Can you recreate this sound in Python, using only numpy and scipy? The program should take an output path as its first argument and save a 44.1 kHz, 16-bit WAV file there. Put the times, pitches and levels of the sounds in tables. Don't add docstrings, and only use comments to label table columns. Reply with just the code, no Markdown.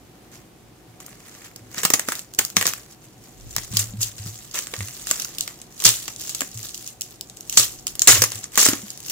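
import sys
import numpy as np
from scipy import signal
from scipy.fft import rfft, irfft, next_fast_len
from scipy.io import wavfile
from scipy.ndimage import uniform_filter1d, map_coordinates

SR = 44100
rng = np.random.default_rng(int(sys.argv[2]) if len(sys.argv) > 2 else 0)


def inscribe(sig):
    pcm = np.round(np.clip(np.atleast_2d(sig).T, -1, 1) * 32767)
    wavfile.write(sys.argv[1], SR, pcm.astype(np.int16))


def attenuation_scalar(level_db):
    decades = np.asarray(level_db, float) / 20
    return 10 ** decades


N = 401751

# (t/s, peak level/dB, case level/dB, t60/s)
CUTS = [(1.0027, -34, -1, .011), (1.0633, -31, -21, .018), (1.448, -34, -25, .008),
        (1.5608, -29, -11, .011), (1.745, -32, 0, .012), (1.7807, -25, 1, .022), (1.8332, -20, -4, .012),
        (1.8505, -6.5, -7.5, .025), (1.9025, -11, -4, .02), (1.9364, -4.5, -6.5, .036),
        (1.9949, -14, -2.5, .018), (2.086, -15, .6, .009), (2.12, -17.5, -3, .025), (2.1533, -20, -28, .01),
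        (2.1928, -18.5, -22, .008), (2.3373, -28, -22, .011), (2.3482, -26, -23, .008),
        (2.3886, -8, -4.5, .03), (2.45, -13, -23, .01), (2.5012, -27, -14, .012), (2.567, -6, 2.5, .022),
        (2.6112, -15.5, -3, .027), (2.6258, -16, 1, .015), (2.654, -22.5, 2.5, .069),
        (2.6674, -6, -12.5, .009), (2.6754, -14.5, -4, .011), (2.6897, -19.5, -24, .012),
        (2.7353, -22.5, -2.5, .017)]
# (t/s, peak level/dB, case level/dB, t60/s)
PICKS = [(3.564, -10, -8.5, .01), (3.582, -20, -5.5, .02), (3.7697, -8, -30, .02),
         (3.7924, -16.5, -41, .057), (4.0306, -15, -42, .014), (4.5126, -32, -29, .01),
         (4.589, -15, -14, .008), (5.0701, -17, -12, .008), (5.1117, -5, -7, .009), (5.198, -21, -14, .038),
         (5.22, -23, -21, .035), (5.2471, -19.5, -35, .009), (5.384, -16.5, -40, .018),
         (5.4084, -9, -36, .008), (5.4772, -21, -.6, .008)]
# (t/s, peak level/dB, case level/dB, t60/s)
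PEELS = [(5.8395, -13, -30, .013), (5.851, -2.5, -13.5, .058), (5.89, -3, -36, .01),
         (6.0795, -23.5, .4, .026), (6.162, -24, -28, .006), (6.2937, -21, -15, .016),
         (6.3479, -17, -16, .018), (6.4069, -17, -10.5, .025), (6.7446, -25, -30, .025),
         (6.777, -25, -32, .005), (6.8756, -22, -39, .008), (7.0098, -19, -33, .02),
         (7.0183, -16, -31, .007), (7.2102, -19.5, -33, .01), (7.3705, -31.5, -18, .013),
         (7.4082, -24, -25, .005), (7.497, -14, -38, .007), (7.5253, -21, -34, .015)]
# (t/s, peak level/dB, case level/dB, t60/s)
TEARS = [(7.5731, 2.5, -22, .044), (7.5972, -12, -15, .021), (7.8687, -11, -21, .013),
         (7.9532, -26.5, -11.5, .03), (7.9939, -12, -42, .012), (8.0189, -4, -22, .017),
         (8.0735, 9, -11, .028), (8.0855, -9, -3, .026), (8.1194, -8, -7, .026), (8.2194, -6, -6, .045),
         (8.2382, -9, -8.5, .031), (8.5555, -21, -34, .023), (8.5755, -10.5, -3, .031),
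         (8.6285, -21, 6, .02), (8.653, -10.5, -21, .01), (8.6577, -6.5, -5.5, .011),
         (8.663, -10.5, -4, .018), (8.6864, -11.5, -4.5, .037), (8.9038, -19, -28, .006),
         (8.9754, -26.5, -15, .006), (9.003, -27, -25, .006), (9.0619, -27, -12.5, .008),
         (9.0988, -24, -27, .013)]
# (t/s, peak level/dB, case level/dB, t60/s)
DABS = [(4.6698, -25, -5, .014), (4.738, -25, 3.5, .028), (4.8062, -25.5, 5.5, .007),
        (5.6162, -26, -25, .012), (5.8017, -17.5, -40, .011), (6.4172, -24.5, 3, .015),
        (6.6869, -24, -30, .006), (6.8635, -26, -37, .005), (7.298, -29.5, -21, .012),
        (7.879, -18, -28, .011), (8.3561, -16, -25, .006), (8.3187, -17.5, -10.5, .013),
        (8.4412, -21, -17.5, .016), (8.7332, -19.5, 2.5, .016)]
CUT_SIZZLE_DB, PICK_SIZZLE_DB, PEEL_SIZZLE_DB, TEAR_SIZZLE_DB, DAB_SIZZLE_DB = -1.2, -3.5, -4, -3.5, -22
DULLS_ABOVE_DB, DULLING = -6, 1.5
# (t/s, peak level/dB, case level/dB, run/s, t60/s)
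RIPS = [
    (1.8325, -6.5, -10.5, 0.018, 0.05),
    (3.736, -21, -15, 0.09, 0.11),
    (4.0127, -9, -40, 0.017, 0.062),
    (4.542, -14, -7, 0.039, 0.084),
    (5.8473, 4, -18, 0.021, 0.25),
    (7.5712, -1, -20.5, 0.022, 0.26),
    (8.0725, 9, -12, 0.031, 0.27),
    (8.5745, 1.5, -19.5, 0.058, 0.17),
]
# (t/s, level/dB, rise/s for 20 dB, hold/s, fall/s for 20 dB)
BLADE_MOVES = [
    (.342, -46, .04, 0, .1),
    (1.003, -49.5, .01, .12, .3),
    (1.26, -46, .3, .19, .15),
    (1.785, -34, .1, 0, .45),
    (2.092, -28, .03, 0, .14),
    (2.389, -27, .008, .01, .1),
    (2.567, -32.5, .012, .13, .18),
    (2.92, -46, .1, 0, .05),
    (3.239, -51, .2, 0, .3),
]
# (t/s, level/dB, rise/s for 20 dB, hold/s, fall/s for 20 dB)
HAND_MOVES = [(3.551, -41, .3, .06, .3), (3.756, -32.5, .17, 0, .28), (4.01, -30, .02, 0, .17),
              (4.185, -37, .04, .09, .48), (4.597, -36, .17, 0, .15), (4.733, -37, .25, .3, .1),
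              (5.083, -26, .06, 0, .1), (5.132, -37, .1, .1, .5), (5.401, -38, .2, 0, .3),
              (5.835, -31, .08, .05, .37), (6.228, -33, .07, .19, .17), (6.65, -33, .33, 0, .17),
              (6.71, -40.5, .1, .18, .1), (7.027, -43, .025, 0, .26), (7.3, -52.5, .3, .15, .1),
              (7.57, -30.5, .14, .03, .24), (7.874, -36, .01, 0, .09), (8.05, -37.5, .1, .32, .18),
              (8.56, -33, .06, .17, .55), (9.109, -28, .1, 0, .1)]
STILL_DB, HELD_DB, TOUCH_S = -65, -59, 1.0
# (t/s, case level/dB)
PRESS = [(0.0, -2.5), (1.4, -3.5), (2.95, -9.5), (3.43, -13), (5.69, -10.5), (6.1, -16), (7.86, -16.5),
         (8.06, -6), (8.4, -11), (8.66, -5), (9.11, -18)]
# (f/Hz, level/dB per Hz)
FILM = [(1180, -31), (2000, -28.5), (2700, -9.5), (3500, -8), (5150, -4.5), (5560, -3), (7200, 2),
        (8700, -1), (14000, 8), (15600, 8.5)]
SPLIT_HZ = 8430
# (f/Hz, width/Hz, level/dB)
SHELL = [(310, 610, -5.5), (645, 290, -1), (1165, 335, -1), (1930, 680, 2.5), (2690, 1450, -3)]
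# (t/s, peak level/dB, f/Hz, t60/s)
KNOCKS = [(1.774, -30, 183, 0.055), (1.848, -25, 175, 0.069), (1.937, -22.5, 274, 0.053),
          (2.083, -26, 272, 0.063), (2.386, -24, 257, 0.057), (2.567, -18, 188, 0.069),
          (3.581, -21.5, 152, 0.021), (3.733, -25, 192, 0.079), (3.937, -28, 202, 0.12),
          (4.261, -26, 165, 0.068), (4.736, -25, 470, 0.025), (4.805, -23.5, 167, 0.026),
          (5.106, -34, 507, 0.054), (5.853, -24, 193, 0.096), (6.417, -29, 272, 0.073),
          (7.574, -26, 214, 0.067), (8.069, -33, 285, 0.038), (8.221, -16, 502, 0.044),
          (8.687, -12, 282, 0.052), (8.731, -15.5, 291, 0.041), (8.833, -30.5, 206, 0.13)]
# (t/s, hum level/dB, t60/s)
ROCK = [(1.6, -49, 0.85), (1.84, -41, 0.14), (1.93, -41.5, 0.18), (2.57, -36, 0.21), (2.66, -36, 0.17),
        (3.46, -32.5, 0.12), (3.565, -28, 0.12), (3.709, -26, 0.092), (3.734, -28, 0.62),
        (3.935, -33, 0.27), (3.981, -28, 0.16), (4.04, -43, 0.53), (4.195, -29, 0.15), (4.249, -37, .3),
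        (4.28, -31.5, 0.19), (4.78, -27, 0.15), (4.805, -33.5, 0.25), (5.854, -26.5, 0.2),
        (6.549, -32, 0.3), (7.586, -34, 0.19), (8.085, -25, 0.16), (8.13, -22, 0.11), (8.18, -27.5, 0.39),
        (8.345, -36, 0.14), (8.68, -36, 0.34)]
# (f/Hz, level/dB)
TABLE = [(108, 4), (195, -16.5)]
# (t/s, level/dB)
BUMPS = [(0.0, -78), (0.17, -61), (3.27, -60), (3.43, -32), (4.87, -53), (7.48, -53), (7.56, -38.5),
         (9.11, -66)]
# (t/s, left-right level/dB)
PLACE = [(0.0, -1.5), (3.63, 0), (4.08, 1.5), (4.49, -1.5), (6.85, -0.5), (9.11, 0)]
# (f/Hz, likeness 0-1)
NEAR_ALIKE = [(100, .98), (500, 0.96), (1500, 0.88), (3000, 0.2), (12000, .35)]
# (f/Hz, lead/rad)
LEAD = [(300, 0.12), (2000, 0.95), (4000, 2.2), (7000, 1.8), (15000, 1.5)]
# (f/Hz, t60/s)
ROOM = [(200, 0.32), (1500, 0.2), (5000, 0.17), (14000, 0.19)]
# (f/Hz, level/dB per Hz)
FLOOR = [(15, -52), (25, -65), (49, -4), (82, -23), (119, -10.5), (247, -14), (275, -24), (360, -12),
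         (390, -15.5), (686, -21), (744, -19), (1380, -25), (15600, -35)]
# (f/Hz, likeness 0-1)
FLOOR_ALIKE = [(40, 0.57), (100, 1), (400, 0.72), (1500, 0.17), (4000, 0.079)]
# (f/Hz, width/Hz, level/dB)
MACHINES = [(745, 17, -6), (310, 58, -3), (114, 23, 1)]


def film():
    hiss, sizzle, case = np.zeros((3, N))
    snaps(hiss, sizzle, case)
    rips(hiss, sizzle, case)

    case_db, = curves(PRESS)
    pops = creases(rate=450, spread_db=6, t60=.007)
    crinkle = attenuation_scalar(handling() - 5) * (pops + .8)
    hiss += crinkle
    sizzle += attenuation_scalar(-3.5) * crinkle
    case += attenuation_scalar(case_db) * crinkle

    low = lambda hz: 1 / (1 + (hz / SPLIT_HZ) ** 8)
    hiss_colour = lambda hz: attenuation_scalar(along(FILM, hz)) * low(hz)
    sizzle_colour = lambda hz: attenuation_scalar(along(FILM, hz)) * (1 - low(hz))
    case_colour = lambda hz: resonant(SHELL)(hz) * (1j * hz / (140 + 1j * hz)) ** 2
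    folds = patchy(depth_db=3.5)
    sheet = shaped(hiss, hiss_colour, folds) + shaped(sizzle, sizzle_colour, folds)
    return sheet + shaped(case, case_colour, folds[:, ::-1])


def snaps(hiss, sizzle, case):
    kinds = [(CUTS, CUT_SIZZLE_DB), (PICKS, PICK_SIZZLE_DB), (PEELS, PEEL_SIZZLE_DB),
             (TEARS, TEAR_SIZZLE_DB), (DABS, DAB_SIZZLE_DB)]
    t = np.arange(SR // 8) / SR
    attack = (1 - np.exp(-t / .0003)) * (.7 + 1.2 * np.exp(-t / .001))
    settling = 0.056 * attenuation_scalar(-60 * t / 0.15)
    for rows, bright_db in kinds:
        for s, db, case_db, t60 in rows:
            crack = attenuation_scalar(-60 * t / max(t60, .003))
            shape = attenuation_scalar(db) * (crack + settling) * attack
            sizzle_db = bright_db - DULLING * max(db - DULLS_ABOVE_DB, 0)
            add(hiss, s, shape)
            add(sizzle, s, attenuation_scalar(sizzle_db) * shape)
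            add(case, s, attenuation_scalar(case_db) * shape)


def rips(hiss, sizzle, case):
    front = creases(rate=2000, spread_db=3, t60=.008) + .7
    t = np.arange(SR // 3) / SR
    for s, db, case_db, run, t60 in RIPS:
        fade_db = -60 * np.maximum(t - run, 0) / t60
        shape = attenuation_scalar(db - 20 + fade_db) * front[round(s * SR):][:len(t)]
        add(hiss, s, shape)
        add(sizzle, s, attenuation_scalar(-4.5) * shape)
        add(case, s, attenuation_scalar(case_db + 4) * shape)


def handling():
    t = np.arange(0, N / SR, .002)
    levels = [np.where(t < TOUCH_S, STILL_DB, HELD_DB)]
    for s, db, rise, hold, fall in BLADE_MOVES + HAND_MOVES:
        away = np.maximum((s - t) / rise, (t - s - hold) / fall)
        levels.append(db - 20 * np.maximum(away, 0))
    return np.interp(np.arange(N) / SR, t, np.max(levels, axis=0))


def creases(rate, spread_db, t60):
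    pops = rng.random(N) < rate * attenuation_scalar(5 * wobble(25)) / SR
    sizes = pops * attenuation_scalar(spread_db * np.minimum(rng.exponential(size=N), 3))
    return unit(signal.lfilter([1], [1, -attenuation_scalar(-60 / (t60 * SR))], sizes))


def patchy(depth_db):
    z = signal.stft(rng.standard_normal((2, N)), nperseg=64)[2]
    field = uniform_filter1d(rng.standard_normal(z.shape[1:]), size=3, axis=0)
    field = uniform_filter1d(field, size=9, axis=1)
    x = signal.istft(z * attenuation_scalar(depth_db * unit(field)), nperseg=64)[1][:, :N]
    power = np.abs(uniform_filter1d(x ** 2, size=40))
    return unit(x / np.sqrt(power + 0.054))


def knocks():
    out, t = np.zeros(N), np.arange(SR // 4) / SR
    for s, db, hz, t60 in KNOCKS:
        add(out, s, attenuation_scalar(db - 60 * t / t60) * np.sin(2 * np.pi * hz * t))
    return filtered(out, lambda hz: 1j * hz / (90 + 1j * hz))


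def table():
    swing, t = np.zeros(N), np.arange(SR // 2) / SR
    for s, db, t60 in ROCK:
        add(swing, s, attenuation_scalar(db + 2 - 60 * t / t60) * (1 - np.exp(-t / 0.011)))
    clock = 2 * np.pi * np.arange(N) / SR
    hum = np.zeros(N)
    for hz, db in TABLE:
        level = attenuation_scalar(db + 2.5 * wobble(30))
        hum += level * np.sin(hz * clock + 1.3 * wobble(25))
    rumble_db, = curves(BUMPS)
    low = lambda hz: resonant([(42, 40, 0)])(hz) ** 2
    rumble = shaped(0.57, low, rng.standard_normal((2, N)))
    return swing * hum + attenuation_scalar(rumble_db - 6) * rumble


def room(x):
    out, hop = np.zeros((2, N + SR)), SR // 5
    noise = rng.standard_normal((N // hop + 1, 2, SR // 4))
    hz, t, z = signal.stft(noise, SR, nperseg=256)
    decay = attenuation_scalar(-60 * t / along(ROOM, hz)[:, None])
    tails = signal.istft(z * decay, SR, nperseg=256)[1]
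    for start, tail in zip(range(0, N, hop), tails):
        tail = tail / np.linalg.norm(tail[0])
        wet = signal.fftconvolve(x[None, start:start + hop], tail, axes=1)
        out[:, start + 220:][:, :wet.shape[1]] += wet
    return out[:, :N]


def floor():
    colour = lambda hz: attenuation_scalar(along(FLOOR, hz)) + attenuation_scalar(-8.5) * np.abs(resonant(MACHINES)(hz))
    tone = shaped(attenuation_scalar(.7 * wobble(4)), colour, rng.standard_normal((2, N)))
    return attenuation_scalar(-49) * ports(tone, FLOOR_ALIKE, [(1, 0)])


def ports(pair, alike, lead):
    turn = lambda hz: np.arccos(np.clip(along(alike, hz), -1, 1)) / 2
    mid, side = filtered(pair, lambda hz: np.array([np.cos(turn(hz)), np.sin(turn(hz))]))
    left_right = np.array([mid + side, mid - side])
    return filtered(left_right, lambda hz: np.exp(.5j * along(lead, hz) * [[1], [-1]]))


def shaped(envelope, response, source):
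    norm = np.sqrt(np.mean(np.abs(response(np.linspace(1, SR / 2, 4096))) ** 2))
    return filtered(envelope * source, response) / norm


def resonant(modes):
    def response(f):
        total = 0
        for k, (c, w, db) in enumerate(modes):
            total = total + (-1) ** k * attenuation_scalar(db) * 1j * f * w / (c * c - f * f + 1j * f * w)
        return total
    return response


def filtered(x, response):
    m = next_fast_len(N + SR // 2)
    return irfft(rfft(x, m) * response(np.fft.rfftfreq(m, 1 / SR)), m)[..., :N]


def wobble(rate):
    knots = rng.standard_normal(int(N * rate / SR) + 4)
    return map_coordinates(knots, [np.arange(N) * rate / SR])


def curves(rows):
    s, *cols = np.transpose(rows)
    return [np.interp(np.arange(N) / SR, s, c) for c in cols]


def along(points, hz):
    f, v = np.transpose(points)
    return np.interp(np.log(hz + 1), np.log(f + 1), v)


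def add(track, s, shape):
    piece = track[round(s * SR):][:len(shape)]
    piece += shape[:len(piece)]


def unit(x):
    return x / np.sqrt(np.mean(x ** 2) + 1e-20)


def scene():
    wrap, shell = film(), knocks()
    pan_db, = curves(PLACE)
    pan = attenuation_scalar(np.array([pan_db, -pan_db]) / 2)
    near = ports(wrap, NEAR_ALIKE, LEAD) * pan + shell
    far = attenuation_scalar(-11) * room(wrap[0] + 0.65 * shell)
    return near + far + table() + floor()


def top_cut(x):
    return signal.sosfilt(signal.butter(12, 16240, fs=SR, output="sos"), x)


def record(dry):
    clipped = dry / (1 + np.abs(dry / .93) ** 8) ** (1 / 8)
    limited = filtered(clipped, lambda hz: 1 / (1 + (hz / 15750) ** 120))
    return top_cut(limited)


dry = scene()
out = record(dry)
inscribe(out)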